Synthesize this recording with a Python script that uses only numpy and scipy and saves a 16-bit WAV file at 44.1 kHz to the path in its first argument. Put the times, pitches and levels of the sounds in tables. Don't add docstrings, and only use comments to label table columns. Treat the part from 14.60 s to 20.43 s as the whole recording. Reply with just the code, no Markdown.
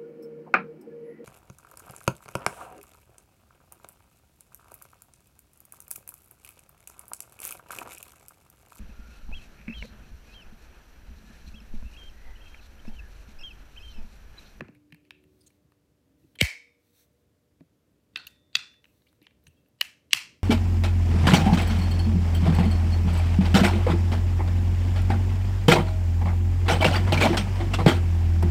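import sys
import numpy as np
from scipy import signal
from scipy.fft import rfft, irfft
from scipy.io import wavfile
from scipy.ndimage import uniform_filter1d

SR = 44100
rng = np.random.default_rng(int(sys.argv[2]) if len(sys.argv) > 2 else 0)


def undo_db(level):
    steps = np.asarray(level, float) / 20
    return 10 ** steps


def materialize(psi):
    bounded = np.clip(np.atleast_2d(psi).T, -1, 1)
    quanta = np.round(bounded * 32767).astype(np.int16)
    wavfile.write(sys.argv[1], SR, quanta)


N = 257169
T = np.arange(N) / SR

# (pitch [Hz], width [Hz], level [dB])
FAN = [
    (296, 1.1, -80.5),
    (486, 1.1, -85),
    (594, 2.6, -85.5),
]
# (time [s], level [dB])
RUMBLE = [(0.3, -69.5), (0.93, -71), (1.07, -71), (1.45, -73), (1.76, -69.5), (1.92, -78.5), (2.15, -77.5),
          (2.47, -74), (3.13, -71.5), (4.18, -71.5), (4.94, -68.5), (5.09, -71.5), (5.31, -73), (5.83, -68)]
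RUMBLE_DB, RUMBLE_SWAY_DB = 2, 1.5
SHAKE_DB, SHAKE_DB_PER_S = -46, 186
# (frequency [Hz], level [dB per Hz])
AIR = [(18, -46), (32, -25.5), (65, 0), (118, -2.5), (167, -5), (291, -7.5), (323, -9.5), (432, -12.5),
       (493, -14), (792, -27), (979, -29), (1570, -32.5), (9230, -40.5), (14800, -40.5), (16500, -51.5)]
HISS_DB = -79.5

# (time [s], peak [dB], lead-in before it [dB re peak], room send [dB], treble [dB])
SNAPS = [
    (0.0064, -24.5, -60, -24, -29),
    (1.8104, -1.66, -20.5, -18.5, -39),
    (3.5584, -16, -41, -24, -34),
    (3.6682, -30, -47, -25.5, -20),
    (3.9524, -6, -37, -26, -31.5),
    (5.2097, -7.5, -41.5, -27.5, -33.5),
    (5.5309, 1.5, -33.5, -25, -33),
]
# (pitch [Hz], width [Hz], level [dB])
GRIPS = [
    [(556, 160, 12.5), (1120, 130, 10), (1730, 320, 12), (2510, 220, 10), (4000, 140, -8), (5360, 390, -15),
     (6800, 180, -23)],
    [(2260, 230, 1.5), (2900, 540, -3), (3600, 530, -11), (4200, 590, -18.5), (5340, 260, -21.5),
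     (7730, 860, -19.0), (7950, 200, -22.5), (9100, 200, -28.5), (10500, 160, -33.0), (11000, 1700, -25.5),
     (13400, 500, -23.5)] + [(520, 120, -10.0), (2000, 340, -16.5)],
]
# (pitch [Hz], width [Hz], level [dB])
PUSH_GRIPS = [
    [(1548, 460, -5.0), (1970, 56, 2.0), (2640, 263, 4.5), (3170, 100, -2.5), (3620, 310, 2.5), (4466, 217, -4.5), (5800, 201, -16), (8620, 69, -24.5)] + [(1050, 540, -25.5)],
    [(1505, 960, -14.5), (2720, 262, 5), (3900, 610, -5), (5630, 560, -14), (11860, 910, -8.5), (15000, 740, -4.5)],
    [(2590, 370, 0), (3450, 230, 1), (3960, 510, -1), (4670, 140, 0.5), (6050, 107, -9.5), (6850, 230, -13.5), (7900, 150, -34.5), (9450, 800, -29.5), (10160, 100, -30.5), (11700, 160, -27.5)] + [(1700, 379.4, -12.0), (1970, 350, -7)],
]
# (pitch [Hz], width [Hz], level [dB])
SEAT_GRIPS = [
    [(575, 150, -25.5), (987, 184, -15.5), (1895, 130, -3), (2300, 260, -5), (2950, 150, 5),
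     (3600, 330, -11.5), (4150, 580, -6), (4600, 170, -17.5), (5990, 130, -21), (7300, 1100, -22.5),
     (11750, 3100, -22.5)],
    [(1140, 160, -21), (2200, 550, -8), (2500, 130, -21.5), (2955, 390, -0.5), (4000, 400, -8),
     (4470, 450, -9.5), (5640, 920, -14), (8270, 190, -22.5), (9600, 500, -15.5), (11470, 240, -20),
     (15000, 520, -27)],
]
# (time after its start [ms], level over the chatter [dB])
HITS = [
    [(1.0, 34), (2.2, 13)],
    [(-0.7, 14), (2.15, 27.5), (3.5, 12)],
    [(.3, 19.5), (.9, 19), (1.9, 17), (3.6, 12)],
    [(.2, 10.5), (2.4, 15), (6, 5.5), (9, 1.5)],
    [(.3, 21), (1.85, 24.5), (2.9, 14.5)],
    [(.5, 10.5), (1.4, 13), (2.2, 19), (2.95, 24)],
    [(.9, 19), (1.4, 24.5), (1.8, 20.5), (2.6, 17)],
]
# (frequency [Hz], level [dB per Hz])
RADIATED = [
    [(410, -42), (700, -10), (2180, -8), (2490, -9), (3330, -29), (12000, -45), (16500, -74.5)],
    [(290, -63.5), (500, -26.5), (1040, -26.5), (1280, -33), (1500, -22.5), (2200, -5.5), (2600, -16),
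     (3700, -24.5), (4200, -20.5), (5350, -23.5), (12500, -30), (15600, -34), (16500, -57)],
    [(350, -18.5), (600, -15.5), (1270, -11), (1520, -0.5), (1790, -12.5), (4480, -7), (5590, -20),
     (12500, -36), (16500, -45.5)],
    [(530, -52), (900, -22.5), (2690, -5), (3310, -13), (14300, -15), (16500, -27.5)],
    [(350, -58.5), (600, -27), (1560, -8), (2180, -11.5), (2650, 0.5), (2960, -14.5), (4300, -6.5),
     (13800, -36), (16500, -40)],
    [(350, -58), (600, -20), (1400, -17), (1650, -8), (2950, -2.5), (3400, -14.5), (4540, -14.5),
     (15200, -21.5), (16500, -46)],
    [(290, -61), (500, -30.5), (1040, -9), (1450, -12.5), (1900, -3), (2940, 0), (3450, -12), (4400, -6.5),
     (15100, -21), (16500, -43.5)],
]
SNAP_RATTLE_MS, SNAP_CRACK_DB = 2.5, -23
LEAD_MS = 2
GRIP_MS, GRIP_DB_PER_MS = 1.9, 1.5
LEAD_IN_S = .0222
# (pitch [Hz], width [Hz], level [dB])
SQUEAK = (8000, 260, -12)
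RING_SEND_DB = -12

# (delay [s], level [dB])
ECHOES = [
    (.0042, -18),
    (.013, -25),
]
# (frequency [Hz], time to fall 60 dB [s])
ROOM_T60 = [(300, 0.3), (1000, 0.33), (2500, .34), (5000, .36), (9000, 0.3), (13000, 0.16), (16000, 0.24)]

# (time [s], level [dB], first pitch [Hz], last pitch [Hz], length [ms])
THUDS = [(.008, -39, 923, 85, 15), (0.085, -46, 900, 64, 14), (.086, -52, 300, 480, 4),
         (3.56, -58, 900, 100, 10), (3.956, -55, 600, 50, 25), (5.212, -54, 1000, 200, 5),
         (5.536, -54, 500, 50, 30), (1.8115, -20.5, 1395, 8, 27)]
GLIDE_CYCLES = 2.09
# (time [s], level [dB], low pitch [Hz], high pitch [Hz], high level [dB])
BUMPS = [(.012, -34.5, 138.6, 368, -2), (.165, -49.5, 118, 246, -24), (.326, -39.5, 163.4, 230, -6),
         (.655, -55, 95, 158, -1), (1.045, -51.5, 144, 236, -11.5), (1.644, -52, 145, 308, 3),
         (3.008, -42, 167, 269, 1.5), (3.01, -46.5, 392.5, 618, -2.7), (4.618, -51, 212, 297, 4.5),
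         (4.871, -49.5, 82, 143, -0.5), (5.534, -56.5, 118, 303, 9)]
BUMP_CYCLES = 15

# (time [s], pitch [Hz], level [dB], swell
# [ms], stopped at [s])
HUMS = [(0.052, 296, -57.5, 62, 1.1), (.42, 372.3, -60, 160, 0.83), (1.451, 272.8, -66.5, 15, 2.2),
        (1.5, 305.7, -67.5, 19, 1.9), (1.829, 477.3, -67.5, 5.7, 3.3)]
HUM_T60_S = 3.1
FINGER_DB_PER_S = 299

# (time [s], peak [dB], main pitch [Hz], treble [dB], rattle length [ms])
TICKS = [(0.0832, -48.5, 2300, -36, 1.5), (0.148, -55, 2300, -7.5, 4.2), (0.304, -62, 2220, -39, 2.7),
         (0.323, -39.5, 2450, -15.5, 3), (0.3445, -44.5, 2180, -9, 2.2), (0.4506, -56.5, 2260, -11, 1.8),
         (0.507, -31.5, 2324, -19.5, 1.03), (0.638, -57.5, 2500, -6, 3), (0.903, -58.5, 2300, -7, 2.7),
         (1.12, -55, 1140, -11, 1.5), (1.638, -67, 2684, -16, 1.9), (1.753, -42.5, 3200, -7, 7.9),
         (3.007, -54, 1000, -28, 2), (3.7595, -58.5, 3626, -20, 2.9), (4.2418, -44, 2905, -20, 2.33),
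         (4.2533, -48.5, 2720, -25.5, 1.92), (4.4193, -59.5, 3960, -14, 2), (4.528, -56, 1232, -1, 1.4),
         (4.6159, -53, 4000, -12, 2), (4.667, -38.5, 2950, -45, 2.96), (4.708, -55, 2380, -25, 2.26),
         (4.8663, -45.5, 2640, -10, 6.4), (5.0596, -61.5, 2600, -11, 2.6)]
# (pitch [Hz], width [Hz], level [dB])
PLASTIC = [(1000, 320, -11), (1800, 340, -4), (2600, 230, -7), (4000, 570, -12.5), (6350, 300, -36)]
TICK_HIT_DB, TICK_HIT_AT = 14.5, .45
# (time [s], peak [dB], length [ms], main pitch
# [Hz], second pitch [Hz])
SCRAPES = [(0.152, -64, 20, 2260, 2500), (0.44, -67.5, 37, 2260, 2940), (0.807, -56, 13, 4850, 9250),
           (0.829, -64, 17, 4530, 9500), (0.886, -69, 24, 8150, 5600), (2.305, -66, 3, 15000, 10970),
           (0.511, -60, 6, 5470, 3600), (0.863, -49.5, 16, 6830, 8500), (0.867, -58, 14, 4100, 12700),
           (1.801, -39, 3, 2300, 2900), (3.671, -43, 8.7, 4300, 6515), (4.867, -49.5, 6, 6300, 4000),
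           (4.242, -60.5, 2.9, 6000, 4100), (4.655, -67, 14, 5500, 4400), (3, -63, 10.5, 2405, 1050),
           (3.572, -30.5, 1.9, 2680, 3060), (3.9634, -23, 6.2, 2640, 3650), (4.136, -55.5, 7.3, 1700, 2600),
           (4.466, -57, 8.7, 2190, 2870), (4.482, -62.5, 14, 3620, 4310), (4.619, -57.5, 35, 2300, 2760),
           (4.626, -57, 2.2, 12580, 11400), (4.838, -60, 2.76, 12600, 15000), (4.877, -51, 5.8, 8780, 2980),
           (4.936, -69, 2.4, 15000, 13620), (5.084, -63, 3.8, 14470, 12720), (5.545, -30, 2.4, 2700, 5130)]

# (start [s], firmest [s], end [s], level [dB], drop at the ends [dB])
RUBS = [(0.64, 0.834, 1.01, -80.5, 11), (1.563, 1.672, 1.77, -85.5, -2.5), (2.17, 2.266, 2.66, -80.5, 12),
        (2.316, 2.405, 2.47, -71.5, 9), (2.411, 2.499, 2.3, -70.5, 2), (4.21, 4.279, 4.61, -80.5, 7),
        (4.792, 4.849, 5.15, -81.5, 16.5)]
# (frequency [Hz], level [dB per Hz])
RUB = [(590, -63.5), (1100, -14), (2250, -8.5), (3050, -3.5), (6460, -7.5), (8000, -8.5), (14800, -5.5),
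       (15900, -6.5), (16500, -45.5)]

# (pitch [Hz], width [Hz], level [dB], time to fall 60 dB [s])
SLOT = [
    (2235, 150, -30, 0.45),
    (4400, 300, -47, .35),
    (5250, 350, -47, .45),
]
SLOT_S, SLOT_SWELL_MS = 1.815, 22
LOW_HZ, PAIR_LOW_HZ, PAIR_HIGH_HZ, TOP_HZ = 1898, 3499, 3638, 4366
# (time [s], pitch [Hz], level [dB], time to fall 60 dB [s], stopped at [s])
SPRINGS = [(1.83, PAIR_HIGH_HZ, -67, 1.1, 2.15), (3.562, LOW_HZ, -60, 0.63, 3.9),
           (3.562, PAIR_HIGH_HZ, -60, .95, 3.93), (3.562, PAIR_LOW_HZ, -63, 1.1, 3.93),
           (3.562, TOP_HZ, -47.5, 0.26, 3.7), (3.562, 1532, -46, 0.2, 4.9), (3.562, 2670, -45, 0.23, 4.7),
           (3.562, 3980, -51, 0.24, 4.6), (3.562, 3140, -54, 0.2, 4.6),
           (3.956, PAIR_LOW_HZ, -46, .65, 4.19), (3.956, PAIR_HIGH_HZ, -53, 0.55, 4.19),
           (3.955, 2630, -49, 0.39, 5.8), (3.956, 4350, -46, .2, 5.1), (3.956, 4010, -50, .2, 5),
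           (3.956, 4700, -49.5, .2, 5.7), (3.956, 2500, -52, .3, 4.3), (1.82, 4360, -50, .25, 2.2),
           (3.956, LOW_HZ, -66, 0.97, 4.2), (4.968, 2680, -74, 0.32, 5.1), (4.968, 3260, -70, 0.11, 5.4),
           (4.968, 3850, -65, 0.087, 4.9)]
PLUCK_MS = 2.8


def rms_one(x):
    return x / np.sqrt(np.mean(x ** 2) + 1e-20)


def at_hz(points, hz):
    table_hz, values = np.transpose(points)
    return np.interp(np.log(hz + 1), np.log(table_hz), values)


def shape(x, spectrum):
    gain = undo_db(at_hz(spectrum, np.fft.rfftfreq(len(x), 1 / SR)))
    return irfft(rfft(x) * gain, len(x))


def coloured(spectrum):
    return rms_one(shape(rng.standard_normal(N), spectrum))


def drift(rate):
    steps = rng.standard_normal(int(N / SR * 40) + 2)
    memory = np.exp(-2 * np.pi * rate / 40)
    smooth = rms_one(signal.lfilter([1], [1, -memory], steps))
    return np.interp(T * 40, np.arange(len(steps)), smooth)


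def resonate(x, hz, width):
    r = np.exp(-np.pi * width / SR)
    top = (1 - r * r) / 2
    return signal.lfilter([top, 0, -top], [1, -2 * r * np.cos(2 * np.pi * hz / SR), r * r], x)


def add(out, s, sound):
    i = round(s * SR)
    out[i:i + len(sound)] += sound[:N - i]


def swell(s, t60, swell_ms):
    t = np.maximum(T - s, 0)
    return (1 - np.exp(-t * 1000 / swell_ms)) * undo_db(-60 * t / t60)


def air():
    fan = np.zeros(N)
    for hz, width, db in FAN:
        level = undo_db(db + 1.5 + 1.8 * drift(width))
        fan += level * np.sin(2 * np.pi * hz * T + drift(width))
    no_bass = signal.butter(4, 48, "high", fs=SR, output="sos")
    noise = signal.sosfilt(no_bass, coloured(AIR))
    low = signal.sosfiltfilt(signal.butter(2, 700, fs=SR, output="sos"), noise)
    rumble_db = RUMBLE_DB + np.interp(T, *np.transpose(RUMBLE)) + RUMBLE_SWAY_DB * drift(3.6)
    rumble_level = undo_db(rumble_db) + undo_db(SHAKE_DB - SHAKE_DB_PER_S * T)
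    return rumble_level * rms_one(low) + undo_db(HISS_DB) * rms_one(noise - low) + fan


def shake(modes, force, strike=0):
    unevenness = undo_db(1.8 * rng.standard_normal(len(force)))
    chatter = strike + force * rng.standard_normal((len(modes), len(force))) * unevenness
    body = np.zeros(len(force))
    for push, (hz, width, db) in zip(chatter, modes):
        ring = resonate(resonate(push, hz, width), hz, 2.2 * width)
        body += undo_db(db) * np.sqrt(width) * rms_one(ring)
    return body / np.abs(body).max()


def contact(modes, rattle_ms, crack_db, treble_db, hits):
    ms = np.arange(2700) / SR * 1000 - LEAD_MS
    t = np.clip(ms * .8 / rattle_ms, 0, 1)
    rattle = t ** 0.25 * (1 - t) ** 0.39
    strike = np.zeros(len(ms))
    for at_ms, db in hits:
        strike[np.argmax(ms > at_ms)] += undo_db(db)
    crack = [(3200, 1700, crack_db), (11100, 3500, treble_db)]
    damp_from_ms = max(hits[-1][0], rattle_ms) + GRIP_MS
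    grip = undo_db(-GRIP_DB_PER_MS * np.maximum(ms - damp_from_ms, 0))
    return grip * shake(modes + crack, rattle, strike)


def lead_in(modes):
    t = np.arange(round(LEAD_IN_S * SR)) / SR
    first_tick = 1.2 * np.exp(-t / 0.00044)
    scrape = 0.06 + 1.5 * np.exp((t - LEAD_IN_S) / .006)
    lower_modes = [mode for mode in modes if mode[0] < 9000]
    return shake(lower_modes + [SQUEAK], first_tick + scrape)


def snaps():
    direct, send = np.zeros(N), np.zeros(N)
    grips = GRIPS + PUSH_GRIPS + SEAT_GRIPS
    for event, modes, colour, hits in zip(SNAPS, grips, RADIATED, HITS):
        s, db, lead_in_db, send_db, treble_db = event
        snap = contact(modes, SNAP_RATTLE_MS, SNAP_CRACK_DB, treble_db, hits)
        add(direct, s - LEAD_MS / 1000, undo_db(db) * snap)
        if s > LEAD_IN_S:
            add(direct, s - LEAD_IN_S, undo_db(db + lead_in_db) * lead_in(modes))
        click = shape(np.arange(512) == 128, colour)
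        click = click / np.sqrt(np.sum(click ** 2))
        add(send, s, 4 * undo_db(db + send_db) * click)
        add(send, s, undo_db(db + send_db + RING_SEND_DB) * snap)
    return direct, send


def echoes(x):
    out, dull = x.copy(), resonate(x, 1500, 3700)
    for s, db in ECHOES:
        add(out, s, undo_db(db) * dull)
    return out


def room(x):
    t = np.arange(SR * 3 // 4) / SR
    tail = np.zeros(len(t))
    edges = 200 * 2 ** np.arange(0, 6.6, .5)
    for low, high in zip(edges, edges[1:]):
        band_filter = signal.butter(2, [low, high], "band", fs=SR, output="sos")
        band = signal.sosfilt(band_filter, rng.standard_normal(len(t)))
        tail += band * undo_db(-60 * t / at_hz(ROOM_T60, np.sqrt(low * high)))
    lumps = np.repeat(rng.standard_normal(len(t) // 128 + 1), 128)[:len(t)]
    build_up = 1 - .8 * np.exp(-np.maximum(t - .006, 0) / .009)
    tail = tail * build_up * undo_db(3.2 * lumps * np.exp(-t / .06))
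    return signal.fftconvolve(x, tail / np.sqrt(np.sum(tail ** 2)))[:N] * undo_db(8.5)


def thuds():
    out = np.zeros(N)
    ms = np.arange(SR // 4) / SR * 1000
    for s, db, first_hz, last_hz, length_ms in THUDS:
        pitch = last_hz + first_hz / (1 + ms * first_hz / 1000 / GLIDE_CYCLES)
        phase = 2 * np.pi * np.cumsum(pitch) / SR
        wave = np.sin(phase) + 0.083 * np.sin(phase + 1.6) * np.exp(-ms / 25)
        rise = (1 - np.exp(-ms / 2.2)) * (.35 + 2.3 * ms / length_ms)
        add(out, s, undo_db(db) * rise * np.exp(-(ms / length_ms) ** 2) * wave)
    return out


def bumps():
    out = np.zeros(N)
    t = np.arange(SR // 4) / SR
    for s, db, low_hz, high_hz, high_db in BUMPS:
        t60 = BUMP_CYCLES / low_hz
        low = (1 - np.exp(-t / 0.0049)) * np.sin(2 * np.pi * low_hz * t)
        high = (1 - np.exp(-t / 0.0015)) * np.sin(2 * np.pi * high_hz * t)
        high = undo_db(high_db - 30 * t / t60) * high
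        add(out, s, undo_db(db - 60 * t / t60) * (low + high))
    return out


def spring_tone(s, hz, db, t60, swell_ms, stop):
    finger_db = -FINGER_DB_PER_S * np.maximum(T - stop, 0)
    return undo_db(db + finger_db) * swell(s, t60, swell_ms) * np.sin(2 * np.pi * hz * T)


def hums():
    return sum(spring_tone(s, hz, db, HUM_T60_S, swell_ms, stop) for s, hz, db, swell_ms, stop in HUMS)


def ticks():
    out = np.zeros(N)
    for s, db, hz, treble_db, rattle_ms in TICKS:
        hits = [(TICK_HIT_AT * rattle_ms, TICK_HIT_DB)]
        tick = contact(PLASTIC + [(hz, 400, -1)], rattle_ms, -25.0, treble_db - 9, hits)
        add(out, s - LEAD_MS / 1000, undo_db(db) * tick)
    return out


def scrapes():
    out = np.zeros(N)
    for s, db, length_ms, main_hz, second_hz in SCRAPES:
        modes = [(main_hz, 150 + .08 * main_hz, 0), (second_hz, 150 + .08 * second_hz, -3)]
        hits = [(TICK_HIT_AT * length_ms, TICK_HIT_DB)]
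        scrape = contact(modes, length_ms, -15.5, -23.5, hits)
        add(out, s - LEAD_MS / 1000, undo_db(db) * scrape)
    return out


def rubs():
    level = np.zeros(N)
    for start, firmest, end, db, light_db in RUBS:
        press_db = np.interp(T, [start, firmest, end], [db - light_db, db, db - light_db])
        fade = np.clip(np.minimum(T - start, end - T) / 0.04, 0, 1)
        level += undo_db(press_db) * fade
    hiss = coloured(RUB)
    hiss = hiss + 0.5 * np.roll(hiss, round(SR / 2050))
    return level * undo_db(3.1 + .7 * drift(15)) * hiss


def slot():
    out = np.zeros(N)
    for hz, width, db, t60 in SLOT:
        hollow = resonate(resonate(rng.standard_normal(N), hz, width), hz, 2 * width)
        hollow = hollow / np.sqrt(uniform_filter1d(hollow ** 2, size=1300))
        out += undo_db(db) * swell(SLOT_S, t60, SLOT_SWELL_MS) * hollow
    return out


def springs():
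    return sum(spring_tone(s, hz, db, t60, PLUCK_MS, stop) for s, hz, db, t60, stop in SPRINGS)


def scene():
    background = air()
    direct, send = snaps()
    light = ticks() + scrapes()
    light_send = undo_db(-22) * resonate(light, 2400, 1500)
    holder = echoes(direct + light) + room(send + light_send)
    table = thuds() + bumps()
    ringing = hums() + slot() + springs()
    return (background + holder + table + ringing + rubs())[None]


def low_pass(x):
    return signal.sosfilt(signal.butter(12, 16990, fs=SR, output="sos"), x)


def record(dry):
    rounded = 1.5 * np.tanh(dry / 1.5)
    treble_cut = signal.cheby2(14, 80, 17200, fs=SR, output="sos")
    mix = signal.sosfilt(treble_cut, rounded)
    return low_pass(mix)


dry = scene()
out = record(dry)
materialize(out)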